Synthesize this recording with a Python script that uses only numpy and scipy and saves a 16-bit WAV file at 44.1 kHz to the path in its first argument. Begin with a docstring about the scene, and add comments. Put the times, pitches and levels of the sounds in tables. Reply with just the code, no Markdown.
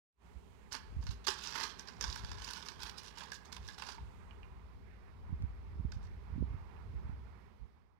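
"""Faint room noise and a low puff of air come first; then two hands shove and part a pile of thin bamboo
skewers on a table. Each shove excites a swarm of stick-on-stick impacts, with sharper clacks among them.
A flat wooden slat is lifted out, its damped modes tapped and rubbed by the fingers. The wood and the
small room's reverberation lie almost wholly on the right; moving air buffets both microphone ports."""
import sys
import numpy as np
from scipy import signal
from scipy.fft import rfft, irfft
from scipy.io import wavfile
from scipy.ndimage import uniform_filter1d

SR = 44100
rng = np.random.default_rng(int(sys.argv[2]) if len(sys.argv) > 2 else 0)


def put_to_file(sound):
    """Save the sound as 16-bit audio at rate SR, in the file named by the first command-line argument."""
    columns = np.atleast_2d(sound).T  # one column per channel
    safe = np.clip(columns, -1, 1)
    whole_steps = np.round(safe * 32767)
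    wavfile.write(sys.argv[1], SR, whole_steps.astype(np.int16))


N = 352359
TIME = np.arange(N) / SR

# Course of the room noise: time_s, level_db
AMBIENCE_LEVELS = [(.2, -60.5), (.7, -59.5), (2, -54.5), (3.9, -58), (4.8, -59), (6.9, -56.5), (8, -62)]
# Spectrum of the room noise: frequency_hz, gain_db
AMBIENCE_SPECTRUM = [(80, -21), (180, -2.5), (220, -6.5), (330, -15), (405, -6), (540, -17.5), (700, -16.5),
                     (950, -11), (1540, -20), (2200, -20.5), (2850, -29), (5200, -34.5), (7100, -45),
                     (15500, -53.5)]
# Spectrum of the faint hiss on the left: frequency_hz, gain_db
LEFT_HISS_SPECTRUM = [(100, -4.5), (210, 5), (300, -7.5), (700, -14), (1000, -16), (1500, -21), (3000, -23),
                      (5000, -31.5), (15000, -32.5)]
# Spectrum of the thin hiss on the right: frequency_hz, gain_db
THIN_HISS_SPECTRUM = [(1000, -21), (2600, 7.5), (5000, -5), (7000, -1), (15500, -15.5)]
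# Puffs of air at the ports: peak_s, half_width_s, left_db, right_db
PUFFS = [(0.372, 0.02, -67, -45.5), (1.033, 0.11, -42.5, -47), (2.064, 0.051, -44, -46),
         (2.303, 0.12, -44, -54), (2.844, 0.06, -53, -54), (3.626, 0.061, -50, -48),
         (4.035, 0.039, -46, -45), (4.55, 0.48, -52.5, -54.5), (5.407, 0.15, -43.5, -47.5),
         (5.927, 0.28, -45.5, -44), (6.472, 0.13, -44.5, -42), (7.03, 0.2, -45.5, -44),
         (7.632, 0.018, -70, -39)]
# Rumble of a gentle draught: frequency_hz, gain_db
RUMBLE_SPECTRUM = [(15, -38.5), (28, -25), (54, 2.5), (80, -3), (150, -21), (260, -31.5), (600, -50),
                   (2000, -91)]
# Eddies that a strong draught adds: frequency_hz, gain_db
EDDY_SPECTRUM = [(40, -13.5), (110, -5.5), (180, 4.5), (300, -17.5), (600, -17.5), (1200, -53.5),
                 (3000, -83.5)]
# Radiation of the pile on the table: frequency_hz, gain_db
PILE_SPECTRUM = [(120, -37), (250, -13), (390, -10), (540, -21.5), (780, -13.5), (930, 3), (1100, -3),
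                 (1300, -10), (1560, 3), (1900, -10.5), (2600, -9.5), (3400, -5.5), (5400, -4), (7200, -16),
                 (15500, -30.5)]
# Fingers push through the pile: start_s, length_s, level_db, body_over_usual_db
HAND_SHOVES = [(0.721, 0.0094, -43, -1.5), (0.739, 0.0094, -44.5, 5), (1.021, 0.031, -57, -10),
               (1.068, 0.011, -50, 1.5), (1.102, 0.014, -49.5, -3), (1.245, 0.008, -52.5, -7),
               (1.272, 0.0046, -32, 2), (1.282, 0.015, -34.5, -0.5), (1.326, 0.015, -49.5, -12),
               (1.444, 0.069, -45, -1), (1.56, 0.087, -41.5, 3.5), (1.79, 0.0078, -48, -1.5),
               (1.876, 0.013, -51, 5), (2.019, 0.031, -45.5, 1), (2.059, 0.12, -48, -3.5),
               (2.427, 0.079, -47, 1), (2.54, 0.036, -47.5, -1.5), (2.597, 0.12, -51, 1),
               (2.818, 0.062, -48.5, 1.5), (2.978, 0.0085, -46, -7.5), (3.046, 0.033, -49, -2.5),
               (3.176, 0.051, -50.5, 2.5), (3.33, 0.018, -48.5, -6.5), (3.452, 0.011, -56, -8),
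               (3.521, 0.017, -50, -5.5), (3.646, 0.083, -56, 0.5), (3.781, 0.014, -53.5, 3),
               (3.821, 0.1, -50, 1), (5.937, 0.0055, -58.5, -5), (6.03, 0.029, -65.5, -2)]
# Fingers keep stirring the pile: start_s, end_s, level_db, body_relative_db
HAND_STIRS = [(1.303, 1.722, -52.5, -5), (1.72, 1.996, -65, 3.5), (2.002, 2.414, -55.5, 1.5),
              (2.415, 3.32, -65, 4)]
# One stick snaps onto another:
# start_s, level_before_gain_db, body_relative_db, edge_relative_db, ring_hz, ring_db, bounce_step_db
STICK_CLACKS = [(0.727, -37, -16, 1, 5200, 10, -7), (0.735, -39.5, -9, -5, 4400, 2, -5),
                (0.750, -35, -1, -7, 4560, 9, -8), (1.026, -53.5, 6.5, -7, 4970, 12, -3),
                (1.067, -42, -2.5, -14, 4440, 14, -1.5), (1.088, -46, -8, -20, 4130, 18, 0),
                (1.109, -41.5, -4.5, -10, 4500, 12, -7), (1.248, -46, -10.5, -16, 4000, 10, -3),
                (1.268, -28.5, -10, -7, 4400, 6, -2.5), (1.282, -24, -2, -12, 5350, 18, -4.5),
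                (1.287, -26, -7, -16, 5200, 11, -17), (1.388, -42.5, -7, -16, 4840, 3, -1.5),
                (1.437, -36.5, -12, -14, 3370, 2, -2.5), (1.457, -41, -18, -14, 5200, 6, -1),
                (1.472, -31.5, -15, -23, 5400, 2.5, -12), (1.524, -36, 1, -25, 5300, 19, -14),
                (1.553, -40, 5.5, -20, 4460, 0, -10), (1.602, -36, -12, -14, 4500, 2, -2),
                (1.609, -36, -10, -13, 3900, 8, -5), (1.635, -33, -10, -9, 3870, 1, -2),
                (1.794, -37, -9, -10, 5200, 2, -9), (1.873, -44, -8, -18, 4900, 5, -4),
                (1.885, -37, -11, -24, 5300, 16, -10), (2.01, -29.5, -2, -2.5, 5450, 18, -13),
                (2.025, -33, -23, -22, 5500, 14, -16), (2.03, -37, -18, -20, 5500, 12, -16),
                (2.04, -27.5, -4.5, -14, 5400, 17, -13), (2.045, -34, -12, -18, 5450, 10, -12),
                (2.078, -41, -14, -18, 5600, 11, -12), (2.1, -34.5, -18, -20, 5350, 9, -12),
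                (2.126, -32, -20, -21, 4660, 17, -18), (2.159, -40.5, 5, -1, 5200, 8, -12),
                (2.247, -40, -0.5, -8, 4950, 12, -11), (2.316, -39, 1, -8, 5130, 12, -11),
                (2.384, -45, -7, -16, 4800, 6, -12), (2.419, -42.5, 0, -11, 4800, 2, -2),
                (2.444, -37.5, -13, -7, 4670, 8, -3.5), (2.487, -36, -10, -20, 4730, 10, -3),
                (2.508, -39, -5, -4, 4140, 4.5, -8), (2.534, -34.5, -7, -6, 4300, 13, -7.5),
                (2.625, -41, -13, -16, 3400, 13, -6), (2.659, -45, -8, -18, 5500, 6, -2),
                (2.685, -32.5, -11, -14, 4400, 10, -7), (2.802, -45, -1.5, -12, 4200, 1, -4),
                (2.821, -37, -14, -19, 4860, 1, -6), (2.831, -35.5, -24, -8.5, 4530, -7, -4),
                (2.895, -37.5, -12, -10, 4000, -10, -10), (2.981, -41, -12, -9, 4920, -4, -1),
                (3.033, -51, -14, -1, 5000, 0, -8), (3.051, -50, -17, -16, 5030, 1, -3),
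                (3.081, -45, -13, -15, 3730, -1, -1.5), (3.181, -45.5, -17, -8, 4600, -2, 1),
                (3.207, -43, -5, -12, 3390, 9, -8), (3.302, -51, -14, -20, 4700, 14, -12),
                (3.318, -38, -12, -6, 5430, -4, -9), (3.342, -45.5, -8, -5, 6900, 11, -5),
                (3.525, -42.5, -5, -6, 4730, -2, -1), (3.564, -44, -4, -7, 3360, 15, -1.5),
                (3.677, -47.5, -11, -1, 5450, 16, -3), (3.686, -39.5, -8, -9, 3750, 11, -7.5),
                (3.785, -45, -10, -5, 3350, 11, -10), (3.799, -46, -10, -17, 3400, 12, -6),
                (3.821, -41, 5.5, -7, 3540, 5, -4.5), (3.867, -44, -9, -12, 4400, 3, -12),
                (3.888, -39, -2, -10, 4580, 7, -3), (3.921, -42, -8, -13, 4600, 0, -11),
                (5.919, -44, -10, -14, 4960, 9, -7)]
# Resonances of the table top: pitch_hz, bandwidth_hz, gain_db
TABLE_RESONANCES = [(437, 27, -2), (1052, 27, -8.5), (1100, 30, -8.5), (1670, 38, -11)]
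# Spectrum that the walls reflect: frequency_hz, gain_db
WALL_SPECTRUM = [(150, -9.5), (1500, -2), (5000, -2), (7500, -6), (15000, -0.5)]
# The strongest puffs strike the right port: peak_s, level_before_bass_cut_db, half_width_s
PRESSURE_PULSES = [(0.967, -29.5, 0.0022), (0.994, -28.5, 0.0033), (1.04, -34, .002), (1.093, -25, 0.0023),
                   (2.085, -32.5, 0.0033), (2.239, -33.5, 0.0021), (5.328, -24.5, 0.0017),
                   (5.438, -23.5, 0.0021), (5.798, -27.5, 0.0019), (5.852, -20.5, 0.0017),
                   (5.967, -30, 0.0022), (6.327, -26.5, 0.0035), (6.362, -26.5, 0.0015),
                   (6.409, -22.5, 0.0017), (6.426, -20.5, 0.00087), (6.506, -29, 0.0026),
                   (6.545, -30, 0.0017), (6.898, -34.5, 0.0033), (6.957, -31.5, 0.0036),
                   (7.051, -36, 0.0023), (7.096, -28.5, 0.002), (7.131, -32.5, 0.0029)]
# Dull knocks with a low ring: start_s, level_db, pitch_hz, t60_s
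DULL_KNOCKS = [(1.282, -28.5, 400, 0.06), (6.379, -27.5, 256, 0.067)]
# Fingers and sticks strike the slat: start_s, level_db, favoured_hz
SLAT_KNOCKS = [(3.207, -41, 1590), (3.221, -39.5, 960), (3.319, -34, 1560), (3.566, -40.5, 1110),
               (3.687, -38, 1570), (3.822, -34, 1090), (3.888, -35.5, 1120), (3.981, -42.5, 900),
               (4.309, -45, 2680), (4.431, -44, 2700), (5.921, -46, 1640)]
# Modes of the slat: pitch_hz, t60_s
SLAT_RESONANCES = [(906, 0.046), (1070, 0.035), (1590, 0.042), (2480, 0.02), (2720, 0.017), (3000, 0.0089),
                   (4400, .015)]
# Dull tick of a knock on the slat: frequency_hz, gain_db
TICK_SPECTRUM = [(300, -12), (900, -3), (1800, -0.5), (2800, -1.5), (3500, -17), (5500, -20), (8000, -42),
                 (15000, -49)]
# Fingertips slide along the slat: peak_s, half_width_s, level_db
FINGER_SLIDES = [(4.232, 0.04, -61.5), (4.327, 0.021, -60), (4.448, 0.037, -68), (6.35, .03, -68),
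                 (6.594, 0.066, -64), (6.802, 0.043, -65), (6.973, 0.04, -62), (7.1, 0.057, -62.5),
                 (7.264, 0.036, -62.5)]
# Spectrum of skin rubbing on wood: frequency_hz, gain_db
FRICTION_SPECTRUM = [(300, -25), (650, -6.5), (880, 10.5), (1400, 4.5), (2200, -1.5), (3000, -17),
                     (4200, -21), (6000, -27), (12000, -53)]


def undb(db):
    """Amplitude grows tenfold for every 20 dB."""
    return 10 ** (np.asarray(db) / 20)


def unit(x):
    """Normalisation gives a response unit energy."""
    return x / np.sqrt(np.sum(x ** 2))


def decay(t, t60_s):
    """Exponential damping loses 60 dB in t60_s."""
    return np.exp(-np.log(1000) * t / t60_s)


def add(out, start_s, sound):
    """Superposition: a short sound sums into the whole at start_s."""
    start = int(start_s * SR)
    out[start:start + len(sound)] += sound[:N - start]


def convolve(x, response):
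    """A linear system convolves its input with its impulse response."""
    return signal.oaconvolve(x, response)[:N]


def colour(spectrum, size=4096):
    """Minimum phase: folding the cepstrum gives a spectrum its causal, unit-energy response."""
    hz, db = np.transpose(spectrum)
    bins_hz = np.maximum(np.arange(size // 2 + 1) * SR / size, 1)
    cepstrum = irfft(np.log(undb(np.interp(np.log(bins_hz), np.log(hz), db))))
    cepstrum[1:size // 2] *= 2
    cepstrum[size // 2 + 1:] = 0
    return unit(irfft(np.exp(rfft(cepstrum))))


def noise(spectrum):
    """Filtered white noise takes on the filter's spectrum, here at unit rms."""
    return convolve(rng.standard_normal(N), colour(spectrum))


def room_noise(depth_db, changes_per_s):
    """Amplitude modulation: two middle octaves of the room noise swell and sink independently."""
    knots_s = np.arange(0, TIME[-1] + 1, 1 / changes_per_s)
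    out = steady = noise(AMBIENCE_SPECTRUM)
    for low_hz in (700, 1400):
        octave = signal.butter(2, [low_hz, 2 * low_hz], "band", fs=SR, output="sos")
        swell = undb(depth_db * np.interp(TIME, knots_s, rng.standard_normal(len(knots_s))))
        out = out + signal.sosfiltfilt(octave, steady) * (swell - 1)
    return out


def thin_hiss(level_db, hold_until_s, fall_db_per_s):
    """An airy hiss holds steady, then decays exponentially once the pile lies still."""
    return undb(level_db - fall_db_per_s * np.maximum(TIME - hold_until_s, 0)) * noise(THIN_HISS_SPECTRUM)


def draught(calm_db):
    """Incoherent powers add: bell-shaped puffs over a calm flow give each port's level in dB."""
    power = undb(calm_db)[:, None] ** 2
    for peak_s, half_s, left_db, right_db in PUFFS:
        bell = np.exp(-((TIME - peak_s) / half_s) ** 2)
        power = power + np.outer(undb([left_db, right_db]) ** 2, bell)
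    return 10 * np.log10(power)


def buffet(flow_db, eddy_db, strong_db, growth):
    """Turbulence rumbles on a port; small eddies grow faster than the rumble as the draught rises."""
    rumble = noise(RUMBLE_SPECTRUM)
    rumble /= np.sqrt(uniform_filter1d(rumble ** 2, size=3500))  # the flow alone sets a puff's strength
    eddies = undb(eddy_db + growth * (flow_db - strong_db)) * noise(EDDY_SPECTRUM)
    return undb(flow_db) * (rumble + eddies)


def skewer(ring_hz, ring_db, ring_width_hz, crack_db, crack_s, size=2048):
    """A struck free bar bends in modes spaced as (2k + 1) squared; returns body, ring and edge bands."""
    t = TIME[:size]
    lie_shift = np.exp(.048 * rng.standard_normal())  # where a stick lies shifts the pile's spectrum
    pile = colour(np.array(PILE_SPECTRUM) * [lie_shift, 1], size)
    lowest_hz = 200.65 * np.exp(.14 * rng.standard_normal())  # no two sticks are equally thick
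    ratios = ((2 * np.arange(1, 12) + 1) / 3) ** 2
    hz = np.minimum(lowest_hz * ratios, SR / 2)[:, None]
    t60_s = .037 * (hz / 1000) ** -.4
    weights = rng.standard_normal(hz.shape) * hz ** .37
    modes = unit(np.sum(weights * np.sin(2 * np.pi * hz * t) * decay(t, t60_s), axis=0))
    # fibres grip and slip: a dry snap that favours no pitch
    grip = np.sqrt(t) * np.exp(-t / crack_s)
    slips = rfft(rng.standard_normal(size) * grip)
    crack = unit(irfft(slips / np.abs(slips)) * np.sqrt(grip))
    sound = signal.fftconvolve(modes + undb(crack_db) * crack, pile)[:size]
    resonance = signal.iirpeak(ring_hz, ring_hz / ring_width_hz, SR)
    sound = sound + undb(ring_db) * signal.lfilter(*resonance, sound)
    # body radiated by the table, ring of the stick, sharp edge of the contact
    body_hz, edge_hz = 2400, 7500
    bands = [signal.butter(4, cut_hz, kind, fs=SR, output="sos")
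             for cut_hz, kind in [(body_hz, "low"), ([body_hz, edge_hz], "band"), (edge_hz, "high")]]
    return np.array([unit(signal.sosfilt(band, sound)) for band in bands])


def hand_power(ring_db=-2.5, usual_db=-52):
    """Stirring and shoves add in power in the body, ring and edge bands."""
    power = np.zeros((3, N))
    for start_s, end_s, db, body_db in HAND_STIRS:
        power += np.outer(undb(db) * undb([body_db, 0, -14.5]), (TIME > start_s) & (TIME < end_s)) ** 2
    for start_s, length_s, db, body_db in HAND_SHOVES:
        near = slice(int((start_s - .4) * SR), int((start_s + .6) * SR))
        age = TIME[near] - start_s
        # time per 20 dB: a longer shove loosens more sticks, so it builds and settles more slowly
        rise_s, fall_s = .0041 + .51 * length_s, .04 + .22 * length_s
        swell = undb(db - 20 * np.maximum(np.maximum(-age / rise_s, (age - length_s) / fall_s), 0))
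        force_db = db - usual_db  # harder shoves mostly ring the sticks
        tone = undb([body_db - 2.73 - .026 * force_db, ring_db, -12.5 - .074 * force_db])
        power[:, near] += np.outer(tone, swell) ** 2
    return power


def contacts(usual_per_s=1300, spread_db=2.5, flurries_per_s=110, flurry_db=2, scatter_db=4, snap_db=3):
    """A Poisson process, denser and harder as the hands push: sample indices and three band amplitudes."""
    power = hand_power()
    rate = usual_per_s * (power[1] / undb(-45.5) ** 2) ** .2
    at = np.flatnonzero(rng.random(N) < rate / SR)
    count = len(at)
    strength = undb(spread_db * np.minimum(rng.exponential(size=count), 3)) * rng.choice([-1, 1], count)
    strength *= np.sqrt(SR / rate[at] / np.mean(strength ** 2))
    # the pile jams and gives way in flurries
    knots_s = np.arange(0, TIME[-1], 1 / flurries_per_s)
    flurry = undb(flurry_db * np.interp(TIME[at], knots_s, rng.uniform(-1.7, 1.8, len(knots_s))))
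    bands = strength * flurry / np.sqrt(np.mean(flurry ** 2)) * np.sqrt(power[:, at])
    # the table answers each contact differently; a caught splinter snaps brighter
    bands[0] *= undb(scatter_db * rng.uniform(-1.93, 1, count))
    bands[2] *= undb(snap_db * (np.minimum(rng.exponential(size=count), 4) - 1.5))
    return at, bands.T


def rustle(new_sticks_per_s, count=130, handful=9):
    """Impacts superpose on a handful of sticks, which changes as the fingers work through the pile."""
    rings_hz = 4600 * np.exp(.17 * np.clip(rng.standard_normal(count), -2, 2))
    sticks = [skewer(hz, ring_db=1, ring_width_hz=500, crack_db=1, crack_s=.0014) for hz in rings_hz]
    out = np.zeros(N)
    for at, amplitudes in zip(*contacts()):
        struck = (int(new_sticks_per_s * TIME[at]) + rng.integers(handful)) % count
        add(out, TIME[at], amplitudes @ sticks[struck])
    return out


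def clacks(gain_db, bounce_s, bounces=3):
    """Hard impacts rebound: pinned sticks fall quiet at once, loose ones chatter."""
    out = np.zeros(N)
    for start_s, db, body_db, edge_db, ring_hz, ring_db, step_db in STICK_CLACKS:
        gaps_s = bounce_s * rng.uniform(.55, 1.5, bounces)
        for k in range(bounces):
            bands = skewer(ring_hz, ring_db, ring_width_hz=750, crack_db=4, crack_s=.0017)
            amplitudes = undb(db + gain_db + k * step_db) * undb([body_db, 0, edge_db])
            add(out, start_s + np.sum(gaps_s[:k]), amplitudes @ bands)
    return out


def table_top(rattle):
    """Forced vibration: the table top adds its resonances to whatever rattles on it."""
    return rattle + sum(undb(db) * signal.lfilter(*signal.iirpeak(hz, hz / width_hz, SR), rattle)
                        for hz, width_hz, db in TABLE_RESONANCES)


def room(direct, early_db, early_s, wall_db, wall_s, tail_db, split_hz=3000):
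    """Reflections return from table, hands and nearest wall; the reverberant tail loses its treble first."""
    t = TIME[:SR // 2]
    early = unit(rng.standard_normal(len(t)) * np.exp(-t / early_s) * (t > .002))
    wall = unit(rng.standard_normal(len(t)) * np.exp(-((t - wall_s) / .0003) ** 2))
    crossover = [signal.butter(2, split_hz, kind, fs=SR, output="sos") for kind in ("low", "high")]
    lows, highs = (signal.sosfilt(band, rng.standard_normal(len(t))) for band in crossover)
    tail = unit((lows * decay(t, t60_s=.67) + highs * decay(t, t60_s=.32)) * (t > .008))
    reflections = undb(early_db) * early + undb(wall_db) * wall + undb(tail_db) * tail
    return direct + convolve(convolve(direct, colour(WALL_SPECTRUM)), reflections)


def thuds(cut_hz, damping, flutter_db, flutter_s, flutter_width_s):
    """Pressure pulses, each amid three softer ones, overshoot in the microphone's underdamped bass cut."""
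    pressure, t = np.zeros(N), TIME[:SR // 25] - 1 / 50
    for peak_s, db, half_s in PRESSURE_PULSES:
        add(pressure, peak_s + t[0], undb(db) * np.exp(-(t / half_s) ** 2))
        flutter = undb(db + flutter_db) * np.exp(-(t / flutter_width_s) ** 2)
        for shift_s in flutter_s * rng.uniform(-1.021, 1, 3):
            add(pressure, peak_s + t[0] + shift_s, flutter)
    omega = 2 * np.pi * cut_hz
    bass_cut = signal.bilinear([1, 0, 0], [1, damping * omega, omega ** 2], SR)
    return signal.lfilter(*bass_cut, pressure)


def dull_knocks(attack_s):
    """Each knock rings briefly on one low note, as a damped oscillator."""
    out, t = np.zeros(N), TIME[:SR // 5]
    attack = 1 - np.exp(-t / attack_s)
    for start_s, db, hz, t60_s in DULL_KNOCKS:
        add(out, start_s, undb(db) * np.sin(2 * np.pi * hz * t) * decay(t, t60_s) * attack)
    return out


def slat(held_s, fidget_db, skid_s, skid_step_db, tick_db, tick_s=.0022, press_s=.0005, touches=4):
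    """Modal excitation by skidding knocks: the spot struck picks the slat's modes, the grip detunes them."""
    out, t = np.zeros(N), TIME[:4096]
    hz, t60_s = np.transpose(SLAT_RESONANCES)[:, :, None]
    envelope = decay(t, t60_s) * (1 - np.exp(-t / press_s))
    dull = colour(TICK_SPECTRUM)
    # fingertips keep shifting while they hold the slat
    fidgets = [(rng.uniform(*held_s), fidget_db + 3 * rng.standard_normal(), rng.uniform(540, 3000))
               for _ in range(40)]
    for start_s, db, favoured_hz in list(SLAT_KNOCKS) + fidgets:
        gaps_s = skid_s * rng.uniform(.36, 1.6, touches)
        for k in range(touches):
            gripped_hz = hz * np.exp(.028 * rng.standard_normal(hz.shape))
            weights = rng.choice([-1, 1], hz.shape) / (1 + (np.log(hz / favoured_hz) / .1) ** 2)
            modes = np.sum(weights * np.sin(2 * np.pi * gripped_hz * t) * envelope, axis=0)
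            burst = rng.standard_normal(len(t)) * np.exp(-t / tick_s)
            tick = undb(tick_db) * unit(signal.fftconvolve(burst, dull)[:len(t)])
            add(out, start_s + np.sum(gaps_s[:k]), undb(db + k * skid_step_db) * (modes + tick))
    return out


def rubs(slips_per_s):
    """Stick-slip friction: skin moves along the slat in tiny random steps."""
    force = sum(undb(db) * np.exp(-((TIME - peak_s) / half_s) ** 2) for peak_s, half_s, db in FINGER_SLIDES)
    slips = (rng.random(N) < slips_per_s / SR) * rng.standard_normal(N) * np.sqrt(SR / slips_per_s)
    return convolve(force * slips, colour(FRICTION_SPECTRUM))


def pop(start_s, level_db, decay_s):
    """A decaying step makes a faint pop, in antiphase between the channels."""
    age = np.maximum(TIME - start_s, 0)
    return np.outer([1, -1], undb(level_db) * (age > 0) * np.exp(-age / decay_s))


def scene():
    """Sources superpose: wood and room on the right, a late dull trace on the left, draught on both."""
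    sticks = table_top(rustle(new_sticks_per_s=38) + clacks(gain_db=17.5, bounce_s=.0019))
    taps = slat(held_s=(4, 7.2), fidget_db=-63, skid_s=.006, skid_step_db=-5.5, tick_db=11.5)
    direct = sticks + dull_knocks(attack_s=.0024) + taps + rubs(slips_per_s=2500)
    wood = room(direct, early_db=-13.5, early_s=.0072, wall_db=-11, wall_s=.015, tail_db=-11)
    ambience_gain = undb(np.interp(TIME, *np.transpose(AMBIENCE_LEVELS)))
    in_room = wood + ambience_gain * room_noise(depth_db=2.2, changes_per_s=14)
    left_lag_s, muffle_hz = .0006, 600
    delayed = np.roll(in_room, int(left_lag_s * SR))
    muffled = signal.sosfilt(signal.butter(2, muffle_hz, fs=SR, output="sos"), delayed)
    left_db, right_db = draught(calm_db=(-60.5, -59))
    left = undb(-25) * muffled + undb(-11.5) * ambience_gain * noise(LEFT_HISS_SPECTRUM)
    left += buffet(left_db, eddy_db=-23.5, strong_db=-44.5, growth=.2)
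    right = in_room + thin_hiss(level_db=-73, hold_until_s=4.17, fall_db_per_s=23)
    right += buffet(right_db, eddy_db=-16.5, strong_db=-40, growth=.59)
    right += thuds(cut_hz=64.5, damping=.41, flutter_db=-12, flutter_s=.04474, flutter_width_s=.0014)
    return np.array([left, right]) + pop(start_s=5.4233, level_db=-38.5, decay_s=.002)


def record(dry):
    """Band limiting: a steep low-pass cuts the top of the sound, which opens quickly and fades out."""
    open_s, open_width_s, end_s, fade_s, top_hz = .22, .036, 8.183, .75, 15800
    fade_in = (1 + np.tanh((TIME - open_s) / open_width_s)) / 2
    fade_out = np.clip((end_s - TIME) / fade_s, 0, 1)
    return signal.sosfilt(signal.ellip(8, .2, 70, top_hz, fs=SR, output="sos"), dry * fade_in * fade_out)


dry = scene()
out = record(dry)
put_to_file(out)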